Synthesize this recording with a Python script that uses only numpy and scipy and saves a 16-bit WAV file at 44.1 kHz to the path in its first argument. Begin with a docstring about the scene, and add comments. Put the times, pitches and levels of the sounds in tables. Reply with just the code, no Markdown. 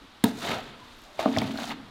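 """Bare masonry room, one microphone: a plasterer's steel trowel knocks a hollow tub, then drags through gritty
wet plaster, loud at first and dying away. Faint bright ticks follow as wet plaster lets go; then the blade taps
and scrapes the float in his other hand. Contacts are noise bursts exciting decaying modes, scrapes are random
sand grains. The walls ring after each sound; deep rumble follows the heavier moves. A faint site wash lies
under it all, with soft narrow swells far off near the start, middle and end."""
import sys
import numpy as np
from scipy import signal
from scipy.fft import rfft, irfft
from scipy.io import wavfile
from scipy.ndimage import uniform_filter1d

SR = 44100
rng = np.random.default_rng(int(sys.argv[2]) if len(sys.argv) > 2 else 0)


def master(y):
    """Save y as 16-bit WAV."""
    cut = np.clip(np.atleast_2d(y).T, -1, 1)
    pcm = np.round(cut * 32767)  # scale
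    wavfile.write(sys.argv[1], SR, pcm.astype(np.int16))


def gain_from_decibels(decibels):
    """Convert decibel values to linear amplitude factors."""
    exponent = np.asarray(decibels, float) / 20
    return 10 ** exponent


N = 83790  # samples
T = np.arange(N) / SR  # s


def unit(x):
    """Scale to an rms of 1."""
    return x / np.sqrt(np.mean(x ** 2))


def unit_energy(x):
    """Scale to a sum of squares of 1."""
    return x / np.sqrt(np.sum(x ** 2))


def conv(x, response):
    """Let a signal excite a response, cut to the scene's length."""
    return signal.fftconvolve(x, response)[:N]


def fade(t60):
    """Exponential decay to -60 dB in t60 s."""
    return np.exp(-np.log(1000) * T / t60)


def colour(x, points):
    """Shape a spectrum by (f/Hz, level/dB) points; it drops abruptly beyond both ends."""
    hz, db = np.array(points, float).T
    f = np.maximum(np.fft.rfftfreq(len(x), 1 / SR), 1)
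    gain_db = np.interp(np.log(f), np.log(hz), db, left=db[0] - 14.5, right=db[-1] - 30)
    return irfft(rfft(x) * gain_from_decibels(gain_db), len(x))


def band(x, hz, width_hz):
    """One broad resonance."""
    return signal.lfilter(*signal.iirpeak(min(hz, 0.4 * SR), hz / width_hz, fs=SR), x)


def walk(rate_hz):
    """Random levels, held and slewed; spread near 1."""
    hold = int(SR / rate_hz)
    steps = np.repeat(rng.standard_normal(N // hold + 1), hold)
    slewed = uniform_filter1d(uniform_filter1d(steps, hold), hold)
    return 2.16 * slewed[:N]


# Knocks of the trowel: t/s, crack level/dB, crack centre f/Hz, bright edge level/dB,
# hollow body level/dB, plate level/dB
TROWEL_KNOCKS = [(0.2390, -22.5, 1674, -21.5, -10, -18.5), (0.2402, -22, 3570, -32, -52, -33),
                 (.2425, -20, 948, -26.5, -36, -29), (1.1917, -30.5, 2350, -50, -65, -12),
                 (1.1990, -44, 1930, -53, -40, -17.5), (1.258, -29, 1170, -63, -14, -7.5),
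                 (1.278, -41, 990, -67, -17, -44), (1.3640, -27, 1950, -51, -63, -21),
                 (1.3715, -35, 5400, -60, -29, -11), (1.3846, -24, 3400, -44, -30, -26),
                 (1.3853, -25, 5200, -53, -57, -52), (1.4164, -24, 1980, -42, -30, -34),
                 (1.4190, -31, 926, -60, -22, -19), (1.476, -39, 4000, -60, -32, -57),
                 (1.495, -51, 2000, -68, -29, -30.5), (1.540, -56, 1990, -70, -31.5, -29),
                 (1.5570, -37.5, 1370, -58, -35.5, -34), (1.5739, -33.5, 4170, -50, -62, -42),
                 (1.5866, -34, 1450, -66, -47, -23.5), (1.6333, -35, 4550, -74, -54, -37),
                 (1.64, -34, 3460, -63, -59, -21.5), (1.675, -41, 4780, -66, -43, -27),
                 (1.6930, -38.5, 4160, -54, -55, -28), (1.7071, -31.5, 2100, -53, -50, -26.5),
                 (1.716, -40.5, 2700, -58, -33, -22.5)]


def knocks(tub, float_body):
    """Each knock cracks, then rings the hollow body and the steel plate in its own shares."""
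    size = 4096
    out, to_body = np.zeros(N + size), np.zeros(N)
    noise = rng.standard_normal((len(TROWEL_KNOCKS), 2, size))
    pitch_s, pitch = np.array(PLATE_TUNING).T
    for (s, db, hz, edge_db, body_db, plate_db), (crack_noise, edge_noise) in zip(TROWEL_KNOCKS, noise):
        i = int(s * SR)
        crack = burst(crack_noise, hz, 0.4 * hz, 0.016)
        edge = burst(np.diff(edge_noise, prepend=0), 9000, 17000, 0.014)  # differencing brightens it
        plate = ring_plate(np.interp(s, pitch_s, pitch))[:size]
        out[i:i + size] += gain_from_decibels(db) * crack + gain_from_decibels(edge_db) * edge - gain_from_decibels(plate_db) * plate
        to_body[i] = gain_from_decibels(body_db)
    return out[:N] + hollow(to_body, tub, float_body)


def burst(noise, hz, width_hz, t60):
    """Contact: a click and a short rattle of noise in one broad resonance, peak near 1."""
    rise_s, click_share = 0.0005, 1.22  # share: first contact against the rattle after it
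    t = T[:len(noise)]
    shape = fade(t60)[:len(noise)] * (1 - np.exp(-t / rise_s))
    rattle = band(noise, hz, width_hz) * shape
    rattle = rattle * np.sqrt(np.sum(shape ** 2) / np.sum(rattle ** 2))
    click = click_share * np.sin(2 * np.pi * hz * t) * np.exp(-0.35 * hz * t)
    return 2 * band(rattle + click, hz, width_hz)


# Drag of the blade, in two passages: t/s, level/dB, treble level/dB, body rumble level/dB,
# plate rumble level/dB
BLADE_DRAG = [
    [(.25, -40, -41.5, -25, -33.5), (.33, -56, -55.5, -54, -51.5), (.41, -45.5, -47, -46, -50.5),
     (.43, -36.5, -44, -38, -41.5), (.465, -32.5, -41.5, -53, -33), (.515, -31, -44.5, -38, -34),
     (.545, -34.5, -45, -41, -35), (.585, -41.5, -55.5, -59, -36.5), (.66, -49, -61, -51, -78),
     (.75, -50.5, -71, -74, -60)],
    [(1.0, -95, -63.5, -101, -94), (1.06, -84, -63, -66, -51), (1.12, -84, -66, -83, -62.5),
     (1.185, -49, -61, -65, -53), (1.2, -34, -42, -54, -38.5), (1.25, -40.5, -54, -43, -32.5),
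     (1.3, -45, -54, -53, -37.5), (1.36, -40, -51, -30, -54), (1.45, -41.5, -53, -31.5, -42),
     (1.55, -50, -55, -74, -68), (1.605, -38.5, -47.5, -32.5, -40.5), (1.65, -45, -48, -51.5, -59),
     (1.7, -44, -48, -41, -49), (1.72, -31.5, -51, -38.5, -50), (1.74, -52.5, -70, -43.5, -65),
     (1.9, -82, -103, -57, -60)],
]
# Hiss of the grit, relative spectrum: f/Hz, level/dB per Hz
GRIT_HISS = [(200, -39), (330, 10), (600, -7.5), (900, 2), (1500, 1.5), (2200, -1.5), (3300, -2.5),
             (4500, -10.5), (5500, -28), (7500, -43)]
# Treble of the grit, relative spectrum: f/Hz, level/dB per Hz
GRIT_SIZZLE = [(3500, -5), (5000, -10.5), (6800, -10), (9700, -18), (14200, -21.5), (16000, -27)]


def drag(tub, float_body):
    """Sand grains catch under the blade in patches; they hiss and shake body and plate."""
    rows = np.concatenate([np.array(passage, float) for passage in BLADE_DRAG])

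    def curve(column):
        return gain_from_decibels(np.interp(T, rows[:, 0], rows[:, column], left=-120))

    def patches():
        return gain_from_decibels(1.3 * walk(260))  # patchiness in dB, rate in Hz

    def damped(response, t60):
        return unit_energy(response * fade(t60))

    grains = sand_grains()
    hiss = curve(1) * patches() * unit(colour(grains, GRIT_HISS))
    sizzle = curve(2) * patches() * unit(colour(grains, GRIT_SIZZLE))
    rumble = hollow(unit(grains) * curve(3), damped(tub, 0.27), damped(float_body, 0.048))
    force = unit(grains) * curve(4) * patches()
    pitch_s, pitch = np.array(PLATE_TUNING).T
    plate = np.zeros(N)
    # the force passes from one tuning of the plate to the next
    for share, factor in zip(np.eye(len(pitch)), pitch):
        part = force * np.sqrt(np.interp(T, pitch_s, share))
        plate += conv(part, damped(ring_plate(factor), 0.046))
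    return hiss + sizzle + rumble + plate


def sand_grains():
    """Sparse impulses of scattered size over a steady bed of fine noise."""
    grains_per_s = 3500  # on average
    scatter_db = np.where(T < TUB_UNTIL_S, 1.5, 3.6)  # wet in the tub, crusty on the float
    sizes = gain_from_decibels(scatter_db * rng.exponential(size=N)) * rng.standard_normal(N)
    caught = rng.random(N) < grains_per_s / SR
    return unit(np.clip(sizes, -12, 12) * caught) + 1.74 * rng.standard_normal(N)


TUB_UNTIL_S = 1  # the tub sounds before this time, the float after


def hollow(force, tub, float_body):
    """Early forces ring the tub, later ones the float."""
    early = T < TUB_UNTIL_S
    return conv(force * early, tub) + conv(force * ~early, float_body)


# Modes of the hollow tub, before the push and the bass loss: f/Hz, level/dB, t60/s
TUB_MODES = [(136, -5.5, 0.11), (217.6, 7, 0.046), (237, -4, 0.12), (271.6, -10.5, 0.325), (320, -25, 0.15),
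             (436, -10.5, 0.15)]


def ring_tub():
    """The tub's decaying modes after a short push."""
    return ring(TUB_MODES)


# Modes of the float in the other hand, before the push and the bass loss: f/Hz, level/dB, t60/s
FLOAT_MODES = [(224.6, -6, 0.29), (233.8, -10.5, 0.94), (269, -1, 0.28), (294, -15, 0.13), (439, -14, 0.15)]


def ring_float():
    """The float's decaying modes after a short push."""
    return ring(FLOAT_MODES)


# Modes of the steel plate, before tuning, the push and the bass loss: f/Hz, level/dB, t60/s
PLATE_MODES = [(651.5, 1, 0.034), (734, -1.5, 0.03), (1078, -8.5, 0.04), (1184, -14, 0.066)]
# The plate rings higher or lower with how it is held and loaded: t/s, pitch factor on f
PLATE_TUNING = [(.45, 1.098), (1.3, 0.99), (1.6, 1.043), (1.69, 1.148), (1.72, 1.45)]


def ring_plate(factor):
    """The plate's decaying modes after a short push, all scaled in pitch by one factor."""
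    return ring(PLATE_MODES, factor)


def ring(modes, factor=1):
    """Response of an object to a short push; it swells briefly and radiates no deep bass."""
    push_s, rise_s, radiates_from_hz = 0.00078, 0.0014, 173
    push = np.hanning(int(push_s * SR) + 2)
    response = sum(gain_from_decibels(db) * np.sin(2 * np.pi * hz * factor * T) * fade(t60) for hz, db, t60 in modes)
    response = response * (1 - np.exp(-T / rise_s))
    high_pass = signal.butter(2, radiates_from_hz, "high", fs=SR)
    return signal.lfilter(*high_pass, conv(response, push / push.sum()))


# Faint bright ticks of wet plaster letting go: t/s, level/dB
PLASTER_TICKS = [(.9705, -56), (.9890, -52), (1.0195, -52), (1.0360, -54)]


def ticks():
    """Wet plaster lets go in tiny bright clicks."""
    size = 1024
    out = np.zeros(N)
    for (s, db), noise in zip(PLASTER_TICKS, rng.standard_normal((len(PLASTER_TICKS), size))):
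        i = int(s * SR)
        out[i:i + size] += gain_from_decibels(db) * burst(noise, 11800, 6400, 0.0043)
    return out


# Decay of the bare walls: f/Hz, t60/s
WALL_DECAY = [(100, 1.45), (300, 1.06), (1000, 0.61), (4000, 0.21), (7000, 0.066), (14000, 0.088)]
# Colour of the walls' tail, relative: f/Hz, level/dB
WALL_COLOUR = [(60, -13), (250, -6), (1000, -5), (4000, 2), (7000, -2), (15000, 5)]


def room(x):
    """Diffuse tail of bare walls, each octave with its own decay."""
    level_db, rise_s = -15.5, 0.0028
    hz, t60 = np.array(WALL_DECAY).T
    tail = np.zeros(N)
    for f in 90 * 2.0 ** np.arange(8):
        octave = band(rng.standard_normal(N), f, 1.18 * f)
        tail += octave * fade(np.interp(np.log(f), np.log(hz), t60))
    tail = colour(tail, WALL_COLOUR) * (1 - np.exp(-T / rise_s))
    return gain_from_decibels(level_db) * conv(x, unit_energy(tail))


# Deep rumble under the heavier moves: t/s, level/dB
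DEEP_RUMBLE = [(.239, -64), (0.246, -31.5), (.28, -47), (.46, -53), (.49, -39.5), (.62, -47.5),
               (0.791, -61), (1.159, -73.5), (1.198, -46), (1.25, -55), (1.35, -53), (1.372, -31),
               (1.43, -34.5), (1.58, -50.5), (1.9, -59)]


def deep():
    """Low rumble that follows the heavier moves: noise passed twice through one resonance."""
    hz, width_hz = 121.3, 76  # width of each pass
    s, db = np.array(DEEP_RUMBLE).T
    noise = band(band(rng.standard_normal(N), hz, width_hz), hz, width_hz)
    return gain_from_decibels(np.interp(T, s, db, left=-120)) * unit(noise)


# Wash of the building site, relative spectrum: f/Hz, level/dB per Hz
SITE_WASH = [(20, 6.5), (60, -3.5), (105, -5.5), (150, -12.5), (250, -3.5), (440, -10.5), (700, -11),
             (1150, -7.5), (1700, -12), (2600, -14.5), (3700, -12), (4700, -19), (5700, -25), (9000, -32),
             (15200, -40), (16500, -58)]


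def site():
    """Faint steady wash of the building site: coloured noise, wavering a little."""
    level_db = -50.5 + 0.7 * walk(8)
    return gain_from_decibels(level_db) * unit(colour(rng.standard_normal(N), SITE_WASH))


# Faint far-off narrow swells: centre t/s, half length t/s, f/Hz, level/dB
FAR_SWELLS = [(0.038, 0.017, 275, -43.5), (0.819, 0.059, 1000, -54), (1.86, 0.096, 1220, -62)]


def far():
    """Soft swells of narrow noise from elsewhere on the site."""
    out = np.zeros(N)
    for s, half_s, hz, db in FAR_SWELLS:
        swell = np.exp(-((T - s) / half_s) ** 2)
        out += gain_from_decibels(db) * swell * unit(band(rng.standard_normal(N), hz, 21))
    return out


def scene():
    """Trowel work near the microphone, its room, and the site behind."""
    tub, float_body = ring_tub(), ring_float()
    near = knocks(tub, float_body) + drag(tub, float_body) + ticks()
    return (near + room(near) + deep() + site() + far())[None]


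def band_limit(x):
    """A steep low-pass at the top of the band."""
    return signal.sosfilt(signal.butter(12, 16680, fs=SR, output="sos"), x)


def record(dry):
    """The microphone rolls off steeply at the very top."""
    roll_off = signal.cheby1(10, 1, 16000, fs=SR, output="sos")  # order, ripple in dB, edge in Hz
    mix = signal.sosfilt(roll_off, dry)
    return band_limit(mix)


dry = scene()
out = record(dry)
master(out)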